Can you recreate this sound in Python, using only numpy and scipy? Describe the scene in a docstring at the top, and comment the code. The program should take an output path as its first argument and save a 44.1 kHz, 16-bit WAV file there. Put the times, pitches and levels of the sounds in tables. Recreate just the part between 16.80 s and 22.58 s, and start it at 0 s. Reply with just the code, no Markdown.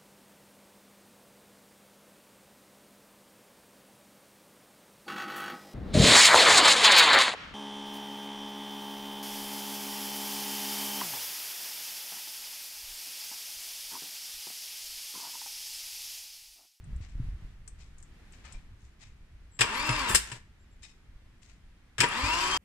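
"""In a garage, over an open bonnet, a starter motor cranks a four-cylinder engine twice; it never fires.
The pinion clacks in, ringing the steel, and periodic tooth contact makes the gears whine and rattle
up to speed through the resonances of the bell housing. The first try sags under compression and kicks
out; the second cranks on. In the pauses a hand shifts a pressure gauge: small impacts tick and
friction scuffs over a low rumble."""
import sys
import numpy as np
from scipy import signal
from scipy.fft import rfft, irfft
from scipy.io import wavfile
from scipy.ndimage import map_coordinates

SR = 44100
rng = np.random.default_rng(int(sys.argv[2]) if len(sys.argv) > 2 else 0)


def to_wav(sig):
    """Store sig (one row per channel, or 1-D mono) as 16-bit WAV at the path in sys.argv[1].

    Samples outside -1..1 are clipped; the rate is SR.
    """
    pcm = np.clip(np.atleast_2d(sig), -1, 1) * 32767
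    pcm = np.round(pcm).astype(np.int16)
    wavfile.write(sys.argv[1], SR, pcm.T)  # frames by channels


N = 254702
TIME, BINS = np.arange(N) / SR, np.fft.rfftfreq(N, 1 / SR)

# Noise spectra. Each row: frequency in Hz, relative spectral density in dB.
RUMBLE_COLOUR = [(8.8, -26.5), (15, 3), (67, -1.5), (165, -17), (405, -56), (625, -59), (700, -49.5),
                 (910, -70.5), (1540, -120)]
AIR_COLOUR = [(88, -26), (150, 0), (350, -9), (495, -15), (787, -17), (1010, -17.5), (1870, -13.5),
              (3540, -21), (4540, -24), (9820, -32), (15000, -41)]
SCUFF_COLOUR = [(290, -41), (500, -17.5), (709, -10.5), (1660, -10.5), (1850, -3.5), (2560, -3.5),
                (3020, -7), (7580, -8.5), (14000, -47)]
CASTING_COLOUR = [(30, -8), (80, 2), (170, -4.5), (260, -7), (380, -7), (500, -21), (1500, -45)]
COAST_COLOUR = [(88, -29.5), (150, -1.5), (556, -6.5), (1070, -1.5), (1200, -8), (1700, 2.5), (3890, -7.5),
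                (8100, -8), (15000, -35)]
STEEL_COLOUR = [(88, -36.5), (150, -14), (248, -13.5), (420, -8), (728, -15.5), (936, -8.5), (1450, -5),
                (1730, 1), (2060, -4), (2500, 0), (4460, -10), (5100, -3.5), (6430, -14), (7790, -3.5),
                (11500, -25), (15000, -31)]
SPARK_COLOUR = [(2000, -40), (5500, -14), (8500, 3.5), (10500, -6), (14500, -7.5)]
GEAR_COLOUR = [(88, -32), (150, -17), (189, -15), (294, -14), (420, -15.5), (720, -13.5), (930, -2.5),
               (1230, -4), (2140, -6), (2750, -9.5), (3970, -17.5), (4720, -13.5), (6180, -19),
               (7640, -18.5), (15000, -45)]
# Reverberation of the garage. Each row: frequency in Hz, t60 in seconds.
GARAGE_T60 = [(100, 0.51), (500, 0.2), (1500, 0.38), (4000, 0.33), (8000, 0.27), (14000, .22)]
# Likeness of the two channels. Each row: frequency in Hz, left-right correlation.
COHERENCE = [(60, 0.97734), (150, 0.96), (300, 0.70875), (600, 0.2), (950, 0.8), (1200, .7), (1600, .3),
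             (2200, -0.07), (4000, 0), (12000, 0)]
# Balance of the engine's direct sound. Each row: frequency in Hz, left minus right in dB.
ENGINE_BALANCE = [(60, -1), (110, -0.5), (200, -1), (380, 3.5), (700, 0.5), (1290, 2.5), (2380, 6),
                  (4400, 4.5), (8120, 9), (10500, -0.5), (15000, 0)]

# Arm movements near the microphone. Each row: middle and half width in seconds, rumble and rustle in dB.
ARM_MOVES = [(.14, 0.14147, -40, -62.5), (0.45, 0.12, -37.5, -59.5), (.65, 0.1132, -45.5, -62),
             (1.0, 0.2405, -55.5, -68.5), (1.5, 0.3029, -71, -61.5), (1.8, 0.2328, -50, -70.5)]
# Handling thuds. Each row: start in seconds, level in dB, frequency in Hz, t60 in seconds.
HANDLING_THUDS = [(.09, -31.5, 48.03, 0.09125), (0.129, -27.5, 54.82, 0.07907), (.16, -32.5, 50.01, 0.0772),
                  (.203, -30.5, 80.3, 0.1119), (.352, -27, 41.85, 0.1116), (.397, -26.5, 120, 0.0711),
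                  (.44, -30.5, 55.06, 0.1141), (.485, -28, 45.43, 0.1621), (.622, -36.5, 79.85, 0.0617),
                  (0.646, -30.5, 37.97, 0.0763), (1.75, -35, 26.01, 0.1788)]
# The hose and a panel bump in the engine bay. Each row: start in seconds, level in dB, frequency in Hz, t60 in
# seconds.
BAY_BUMPS = [(.392, -49, 250, .045), (1.648, -52.5, 1277, .1), (1.688, -59, 1300, .08),
             (1.747, -55.5, 2350, .09)]
# Taps on the gauge case. Each row: start in seconds, level in dB.
GAUGE_TAPS = [(1.013, -67.5), (1.724, -64.5), (2.225, -60.5), (4.036, -54.5), (4.094, -63.5)]
# Modes of the case. Each row: frequency in Hz, level in dB, t60 in seconds.
GAUGE_MODES = [(2058.7, -8, 0.0757), (2519, -2, 0.1407), (3045.7, -8.5, 0.0749), (3787.4, -2.5, 0.1265),
               (5288.7, 0, 0.1077)]
# Ticks of the gauge's metal fitting. Each row: start in seconds, level in dB, ring frequency in Hz.
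FITTING_TICKS = [(.041, -59.5, 8441), (0.161, -58.5, 7997), (0.293, -64.5, 5940), (.8767, -42.5, 8274),
                 (1.182, -53.5, 6693), (1.201, -60.5, 6900), (1.226, -49.5, 7297), (1.5217, -56.5, 7930),
                 (1.652, -53.5, 7744), (1.7235, -45, 8150), (4.034, -48.5, 7698), (4.094, -62, 7696)]
# Sleeve and hose rub. Each row: start in seconds, level in dB, rise in seconds, tilt in dB per octave.
SCUFFS = [(.2, -58.5, 0.03061, -1.5), (.29, -66.5, 0.00977, -1), (.975, -61, 0.03562, 0.5),
          (1.521, -61.5, 0.0132, 0), (1.57, -65, .035, -4.5), (1.636, -53, 0.01677, -3.5),
          (1.69, -61, 0.00935, -3.5), (1.722, -60.5, 0.02133, -4), (1.97, -70.5, 0.0813, 5),
          (2.19, -56.5, 0.03372, 0), (4.02, -54, 0.012303, 1.5), (4.613, -63, 0.021435, 2.5),
          (4.675, -65, 0.0251, 0)]
# Thin squeaks. Each row: start and length in seconds, level in dB, frequency and its bend in Hz.
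CHIRPS = [(2.713, .08, -61, 7830, -250), (2.92, .124, -53, 8300, 3200), (3.09, .05, -52, 8600, 1000),
          (3.108, .014, -43, 9700, 400), (3.135, .12, -58, 8200, 2450), (3.168, .05, -59, 12400, 400),
          (3.305, .065, -43, 9500, 600), (3.795, .05, -74, 7070, 500), (3.905, .05, -74, 7070, 450),
          (5.283, .012, -44, 10120, 200), (5.492, .012, -54, 14000, 200), (5.674, .014, -48, 10100, 200)]

# Low puffs of the turning engine. Each row: start in seconds, level in dB, pitch in Hz, t60 in seconds.
PUFFS = [(2.988, -34.5, 39.95, 0.1519), (3.1, -34, 44.99, 0.1433), (3.152, -33, 47.52, 0.2091),
         (3.335, -23, 58.17, 0.0744), (5.425, -26, 55, 0.24), (5.432, -30.5, 94.41, 0.1502)]
# Modes of the mounted block. Each row: frequency in Hz, level in dB, t60 and rise in seconds.
BLOCK_MODES = [(55, -14, .1, .012), (124, -1, .12, .021)]
# Modes of struck steel. Each row: frequency in Hz, t60 in seconds, level in dB.
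STEEL_MODES = [(955, 0.055, -2), (1145, .05, -6.5), (1331.6, 0.047, 2), (1608, 0.054, -4.5),
               (1853.6, 0.044, -1.5), (2457.5, 0.055, 2.5), (2773.1, 0.15, -6), (3233.2, 0.14, 2.5),
               (4943, 0.045, -13), (7121.6, 0.08, -2.5), (7750, .07, -3)]
# The pinion strikes the ring gear and bounces. Each row: delay in seconds, level in dB,
# rise and t60 in seconds, tilt in dB per octave, ring level in dB, ring centre in Hz.
ENGAGE = [(0, -16, 0.0013, .085, 0, -5, 1843), (.007, -19, 0.00036, .06, -1, -3, 2490)]
# The solenoid pulls in before the strike. One row as in ENGAGE, without the delay.
SOLENOID = (-30.5, 0.0002, 0.3244, -1.5, -10, 1400)
# The pinion seats after the strike. One row as in ENGAGE, without the level.
SEAT = (.015, 0.0265, 0.0572, -5, 2, 950)
# The pinion rasps out, flies back, hits its stop and bounces. Rows as in ENGAGE, timed from key-off.
KICK_OUT = [(-.06, -31.5, 0.01, 0.31, 13.5, -8, 7520), (0, -19.5, 0.0064, 0.031, -1, -2, 1350),
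            (.0035, -13, .0012, .058, 7.5, -6, 1330), (0.0104, -15.5, 0.0011, 0.089, 5, -7, 7500)]
# Backlash as the load reverses. Each row: start in seconds, clack and block levels in dB,
# tilt in dB per octave, thud level in dB.
BACKLASH = [(3.09, -26, -25, -3.5, -32.5), (3.297, -29.5, -43, -5, -35), (3.516, -36, -39, -1.5, -53)]
# Resonances and dead spots of the bell housing. Each row: frequency and width in Hz, lift in dB.
HOUSING_MODES = [(245, 130, 5), (430, 70, -3), (760, 120, -5), (950, 56, 13.5), (1040, 40, 8.5),
                 (1130, 60, 12), (1290, 50, 9), (1605, 34, 8), (1780, 45, 4), (2400, 70, 8),
                 (2735, 140, 12), (2960, 150, -5), (3177, 55, 10.5), (3490, 45, 9), (4690, 110, 7),
                 (5240, 160, 5), (5950, 700, -6), (7460, 150, 7)]
# Partials of the whine. Each row: multiple of the tooth frequency, level in dB.
GEAR_ORDERS = [(.83, -28), (1, -18), (1.17, -30), (1.5, -25), (2, -17.5), (2.68, -23), (3, -18), (3.6, -25),
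               (4, -19), (5, -25.5), (6, -25), (6.95, -22.5), (7.96, -19.5), (8.4, -13), (8.75, -20.5),
               (10, -23), (11.4, -23.5), (12.4, -20.5), (13.2, -24.5), (14, -23), (15.3, -23.5),
               (16.3, -15.5), (17.2, -22)]
# The compression stroke. One row: peak and half width in seconds, share of the speed lost.
COMPRESSION = (3.366, .198, .476)
# Turns of the key. Each row: strike, stop and spin-up time in seconds,
# gear and seating levels in dB, solenoid lead in seconds.
TRIES = [(2.8078, 3.344, .2, -30, -34.5, .017), (5.203, 5.8, .2485, -28.5, -22, .021)]

MESH_HZ, FREE_HZ = 111, 392  # tooth frequency at engagement and at free speed


def amp(db):
    """Amplitude grows tenfold for every 20 dB."""
    return 10 ** (np.asarray(db) / 20)


def unit_rms(x):
    """Normalisation to unit mean power."""
    return x / np.sqrt(np.mean(x ** 2) + 1e-20)


def curve_at(points, hz):
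    """Interpolation on a logarithmic frequency axis."""
    f, value = np.transpose(points)
    return np.interp(np.log(hz + 1), np.log(f + 1), value)


def add(mix, s, sound):
    """Superposition: a sound joins the mix at s seconds."""
    part = mix[:, round(s * SR):][:, :sound.shape[-1]]
    part += sound[..., :part.shape[1]]


def stereo(x, gain_db):
    """Partial coherence: two unrelated signals, filtered, grow alike in the bass as at close points."""
    hz, (a, b) = np.fft.rfftfreq(x.shape[1], 1 / SR), rfft(x)
    likeness = curve_at(COHERENCE, hz)
    mid, side = a * np.sqrt(1 + likeness), b * np.sqrt(1 - likeness)
    spectra = np.array([mid + side, mid - side]) * amp(gain_db(hz))
    return unit_rms(irfft(spectra, x.shape[1]))


def stereo_phase(hz):
    """A tone's left-right correlation is the cosine of its phase difference."""
    return np.arccos(curve_at(COHERENCE, hz)) * np.array([[-.5], [.5]])


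def noise(colour, size, tilt_db=0):
    """Spectral shaping of white noise, with a tilt per octave above 500 Hz."""
    white = rng.standard_normal((2, size))
    return stereo(white, lambda hz: curve_at(colour, hz) + tilt_db * np.log2(np.maximum(hz, 500) / 500))


def wobble(size, hz, step=8):
    """Random modulation: low-passed noise of unit rms."""
    coarse = signal.lfilter(*signal.butter(2, hz, fs=SR / step), rng.standard_normal(size // step + 2))
    return unit_rms(np.interp(np.arange(size) / step, np.arange(len(coarse)), coarse))


def blow(t, rise, t60):
    """Damping: after a linear rise the amplitude decays exponentially."""
    return np.minimum(t / rise, 1) * np.exp(-np.log(1000) * np.maximum(t - rise, 0) / t60)


def swell(t, middle, half_width):
    """A Gaussian envelope of height 1."""
    return np.exp(-((t - middle) / half_width) ** 2)


def background(settle_db_per_s=1, lumps_db=2.5):
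    """Incoherent powers add: low rumble and room hiss both swell when the arm moves."""
    rumble, hiss = amp(-52 - settle_db_per_s * TIME), amp(-65.5)
    for middle, half_width, rumble_db, rustle_db in ARM_MOVES:
        move = swell(TIME, middle, half_width)
        rumble = np.hypot(rumble, amp(rumble_db) * move)
        hiss = np.hypot(hiss, amp(rustle_db) * move)
    lumpy_rumble = noise(RUMBLE_COLOUR, N) * rumble * amp(lumps_db * wobble(N, 11))
    return lumpy_rumble + noise(AIR_COLOUR, N) * hiss


def garage(x):
    """Diffuse reverberation: each band decays at its own rate."""
    hz, t, bands = signal.stft(stereo(rng.standard_normal((2, SR)), np.zeros_like), SR, nperseg=256)
    decay = np.exp(-np.log(1000) * t / curve_at(GARAGE_T60, hz)[:, None])
    tail = signal.istft(bands * decay * np.minimum(t / .004, 1), SR, nperseg=256)[1]
    return signal.fftconvolve(x, tail / np.linalg.norm(tail[0]), axes=1)[:, :N]


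def engine_bay(x, echo_db=-10):
    """Interference of dense early echoes: a gliding partial flares and fades across standing waves."""
    t = np.arange(SR // 12) / SR
    echoes = stereo(rng.standard_normal((2, len(t))), np.zeros_like) * blow(t, rise=.0023, t60=.08)
    echoes *= amp(echo_db) / np.linalg.norm(echoes[0])
    reflected = signal.fftconvolve(x, echoes, axes=1)[:, :x.shape[1]]
    return (x + reflected) / np.hypot(1, amp(echo_db))


def thump(db, hz, t60, rise=.012):
    """A damped oscillator swings at one low frequency."""
    t = np.arange(SR // 2) / SR
    return amp(db) * blow(t, rise, t60) * np.sin(2 * np.pi * hz * t)


def tap(db, hz, t60, spread=.02335):
    """Close modes of a small struck part ring as narrow-band noise, building over two cycles."""
    t = np.arange(SR // 4) / SR
    white = rng.standard_normal((2, len(t)))
    cluster = stereo(white, lambda f: -20 * np.log10(1 + ((f / hz - 1) / spread) ** 2))
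    return amp(db) * cluster * blow(t, 2 / hz, t60)


def gauge_case(db):
    """Modal superposition: one tap excites every mode of the case."""
    return sum(tap(db + mode_db, hz, t60) for hz, mode_db, t60 in GAUGE_MODES)


def fitting_tick(db, hz):
    """A brief metal contact has a broad, bright spectrum and leaves a short ring."""
    t = np.arange(SR // 4) / SR
    colour = [(300, -24.5), (1500, -10), (3500, -15.5), (5300, -8.5),
              (6300, -1), (8200, 6), (10500, -23.5), (15000, -36)]  # Hz, dB
    click = amp(db - 2) * noise(colour, len(t)) * blow(t, rise=.001, t60=.04142)
    return click + tap(db - 10, hz, t60=.08616, spread=.0659)


def scuff(db, rise, tilt_db, grain_db=2.5):
    """Friction noise: a short rub, made grainy by random amplitude modulation."""
    t = np.arange(SR // 2) / SR
    grain = amp(db + grain_db * wobble(len(t), 137.56))
    return grain * noise(SCUFF_COLOUR, len(t), tilt_db) * blow(t, rise, t60=.28832)


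def chirp(length, db, hz, bend_hz):
    """Frequency and amplitude modulation: a thin tone bends away and back, sputtering."""
    arch = np.sin(np.linspace(0, np.pi, int(length * SR)))
    pitch = hz + bend_hz * arch + .009 * hz * wobble(len(arch), 700)
    sputter = unit_rms(amp(3.5 * wobble(len(arch), 120)))
    return amp(db) * sputter * np.sqrt(abs(arch)) * np.sin(2 * np.pi * np.cumsum(pitch) / SR)


def engine_block(db):
    """Mass on springs: a blow rocks the block on its mounts."""
    return sum(thump(db + mode_db, hz, t60, rise) for hz, mode_db, t60, rise in BLOCK_MODES)


def casting_thud(db):
    """Structure-borne sound: a hard blow carries through the castings as low, damped noise."""
    t = np.arange(SR // 4) / SR
    return amp(db) * noise(CASTING_COLOUR, len(t)) * blow(t, rise=.004, t60=.1)


def coast(sag_db_per_s=21.5, grain_db=2, coast_s=.22, stop_t60=.1325):
    """Friction: with the pinion out, pistons and belts rub on until the next compression stops them."""
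    t = np.arange(SR // 2) / SR
    level_db = -45.5 - sag_db_per_s * t + grain_db * wobble(len(t), 200)
    stop = np.exp(-np.log(1000) * np.maximum(t - coast_s, 0) / stop_t60)
    return amp(level_db) * stop * noise(COAST_COLOUR, len(t))


def clack(db, rise, t60, tilt_db, ring_db, centre_hz, reach_octaves=.17):
    """Impact of steel on steel: a dense crash, and free vibration of the modes near centre_hz."""
    t = np.arange(SR // 4) / SR
    crash = noise(STEEL_COLOUR, len(t), tilt_db) * blow(t, rise, t60)
    ring = np.zeros((2, len(t)))
    for hz, mode_t60, mode_db in STEEL_MODES:
        excitation = amp(ring_db + mode_db) / (1 + (np.log2(hz / centre_hz) / reach_octaves) ** 2)
        phase = 2 * np.pi * (hz * t + rng.random()) + stereo_phase(hz)
        ring += excitation * blow(t, rise, mode_t60) * np.sin(phase)
    return amp(db) * (crash + ring)


def brush_sparks(size, per_s=750, spread_db=4, flurry_db=3):
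    """Shot noise: the brushes spark on the commutator in flurries of very unequal impulses."""
    sparks = (rng.random(size) < per_s / SR) * amp(spread_db * np.minimum(rng.exponential(1, size), 3))
    crackle = stereo(sparks * rng.standard_normal((2, size)), lambda hz: curve_at(SPARK_COLOUR, hz))
    return engine_bay(crackle, echo_db=-1.5) * amp(flurry_db * wobble(size, 15))


def resonance_db(hz):
    """Resonance: the bell housing lifts or dips the response in Lorentzian bands."""
    grid = BINS[::32]
    gain = 1 + sum((amp(db) - 1) / (1 + (2 * (grid - f) / width) ** 2) for f, width, db in HOUSING_MODES)
    return np.interp(hz, grid, 20 * np.log10(gain))


def housing_db(hz, ring_share=.35):
    """Cascaded gains add in dB: the housing's broad response plus a share of its resonances."""
    return curve_at(GEAR_COLOUR, hz) + ring_share * resonance_db(hz)


def gear_whine(teeth, pitch, spacing_error=.003, flutter=.33):
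    """Periodic meshing radiates partials; uneven tooth spacing blurs the high ones by phase modulation."""
    whine = 0
    for order, db in GEAR_ORDERS:
        cycles = order * (teeth + spacing_error * wobble(len(teeth), 90)) + rng.random()
        phase = 2 * np.pi * cycles + stereo_phase(order * pitch.mean())
        partial = np.sqrt(2) * (1 + flutter * wobble(len(teeth), 22)) * np.cos(phase)
        whine += amp(db + resonance_db(order * pitch)) * partial
    return whine * amp(.6024 * np.log2(pitch / FREE_HZ))  # slightly louder with speed


def tooth_rattle(teeth, hardness_db, uneven_db=3, sliding=.83, scrape_db=2):
    """Impact excitation: each tooth lands with a blow, then slides, driving the housing with noise."""
    count = len(teeth)
    strength = amp(uneven_db * rng.standard_normal(int(teeth[-1]) + 1))[teeth.astype(int)]
    contact = sliding + strength * np.exp(-(teeth % 1) / .42)
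    rattle = stereo(contact * rng.standard_normal((2, count)), housing_db)
    treble = signal.sosfiltfilt(signal.butter(2, 3000, "high", fs=SR, output="sos"), rattle)
    treble_gain = amp(hardness_db + scrape_db * wobble(count, 70))  # the edges scrape unevenly
    return rattle + (treble_gain - 1) * treble


def worn_flanks(teeth, pinion_teeth=9, points_per_tooth=48, slip=.005):
    """Quasi-periodic friction: rough flanks return each revolution, giving dense, gliding partials."""
    roughness = rng.standard_normal((2, pinion_teeth * points_per_tooth))
    place = (teeth + slip * wobble(len(teeth), 90)) * points_per_tooth
    rub = np.array([map_coordinates(profile, [place], mode="grid-wrap") for profile in roughness])
    return stereo(rub, lambda hz: housing_db(hz, ring_share=.25))


def motor_drive(t, start, spin_up, bend=1.427):
    """A motor slows under load; speed and compression set the force and hardness of tooth contact."""
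    peak, half_width, drag = COMPRESSION
    load = swell(t, peak, half_width)
    unloaded_hz = FREE_HZ - (FREE_HZ - MESH_HZ) * np.exp(-(abs(t - start) / spin_up) ** bend)
    pitch = unloaded_hz * (1 - drag * load)
    octaves = np.log2(pitch / FREE_HZ)
    force_db = 4.26 * octaves + 1.685 * load
    hardness_db = 6 + 3.3 * octaves + 2 * load
    return pitch, force_db, hardness_db


def starter(start, stop, spin_up, level_db, mesh_s=.023, release_s=.03, jitter=.002):
    """Forced vibration: one rotation drives whine, grind and rattle, over sparks and engine shake."""
    t = np.arange(start, stop + release_s, 1 / SR)
    pitch, force_db, hardness_db = motor_drive(t, start, spin_up)
    meshed = np.minimum(np.minimum((t - start) / mesh_s, (t[-1] - t) / release_s), 1)
    teeth = np.cumsum(pitch * (1 + jitter * wobble(len(t), 60))) / SR  # teeth passed so far
    whine = gear_whine(teeth, pitch)
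    machine = amp(-6) * tooth_rattle(teeth, hardness_db)
    machine += amp(-1.5) * engine_bay(whine)
    machine += amp(-5.5) * engine_bay(worn_flanks(teeth))
    machine += amp(-28) * brush_sparks(len(t))
    shake = amp(-50.5) * noise(RUMBLE_COLOUR, len(t))
    return meshed * (amp(level_db + force_db) * machine + shake)


def scene(engine_room_db=-11, hand_room_db=-10, hand_left_db=8.5):
    """Direct and reverberant fields add; level differences place starter and hand to the left."""
    engine, low, hand = np.zeros((3, 2, N))
    for start, stop, spin_up, level_db, seat_db, lead in TRIES:
        add(engine, start, starter(start, stop, spin_up, level_db))
        add(engine, start - lead, clack(*SOLENOID))
        add(low, start - lead, engine_block(db=-29.5))
        add(low, start, casting_thud(db=-37))
        for delay, *hit in ENGAGE:
            add(engine, start + delay, clack(*hit))
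        add(engine, start + SEAT[0], clack(seat_db, *SEAT[1:]))
    key_off = TRIES[0][1]
    for delay, *hit in KICK_OUT:
        add(engine, key_off + delay, clack(*hit))
    add(engine, key_off, coast())
    add(low, key_off, casting_thud(db=-34))
    for s, clack_db, block_db, tilt_db, thud_db in BACKLASH:
        add(engine, s, clack(clack_db, rise=.0016, t60=.1, tilt_db=tilt_db, ring_db=-3.5, centre_hz=980))
        add(low, s - .0041, engine_block(block_db))  # the block moves just before the knock
        add(low, s, casting_thud(thud_db))
    for s, *puff in PUFFS:
        add(low, s, thump(*puff))
    for s, *thud in HANDLING_THUDS:
        add(low, s, thump(*thud, rise=.003164))
    for source, rows in [(fitting_tick, FITTING_TICKS), (gauge_case, GAUGE_TAPS), (tap, BAY_BUMPS),
                         (scuff, SCUFFS), (chirp, CHIRPS)]:
        for s, *settings in rows:
            add(hand, s, source(*settings))
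    sides = np.array([[.5], [-.5]])
    direct = irfft(rfft(engine) * amp(curve_at(ENGINE_BALANCE, BINS) * sides), N)
    near = hand * amp(hand_left_db * sides)
    reverb = garage(amp(engine_room_db) * (engine + low) + amp(hand_room_db) * hand)
    return direct + low + near + reverb + background()


def record(dry, ceiling=.8, cutoff_hz=15400):
    """Soft saturation rounds the hardest peaks; a low-pass filter then limits the band."""
    rounded = dry / (1 + (dry / ceiling) ** 6) ** (1 / 6)
    low_pass = signal.firwin(401, cutoff_hz, window=("kaiser", 9), fs=SR)
    return signal.oaconvolve(rounded, low_pass[None], "same")


dry = scene()
out = record(dry)
to_wav(out)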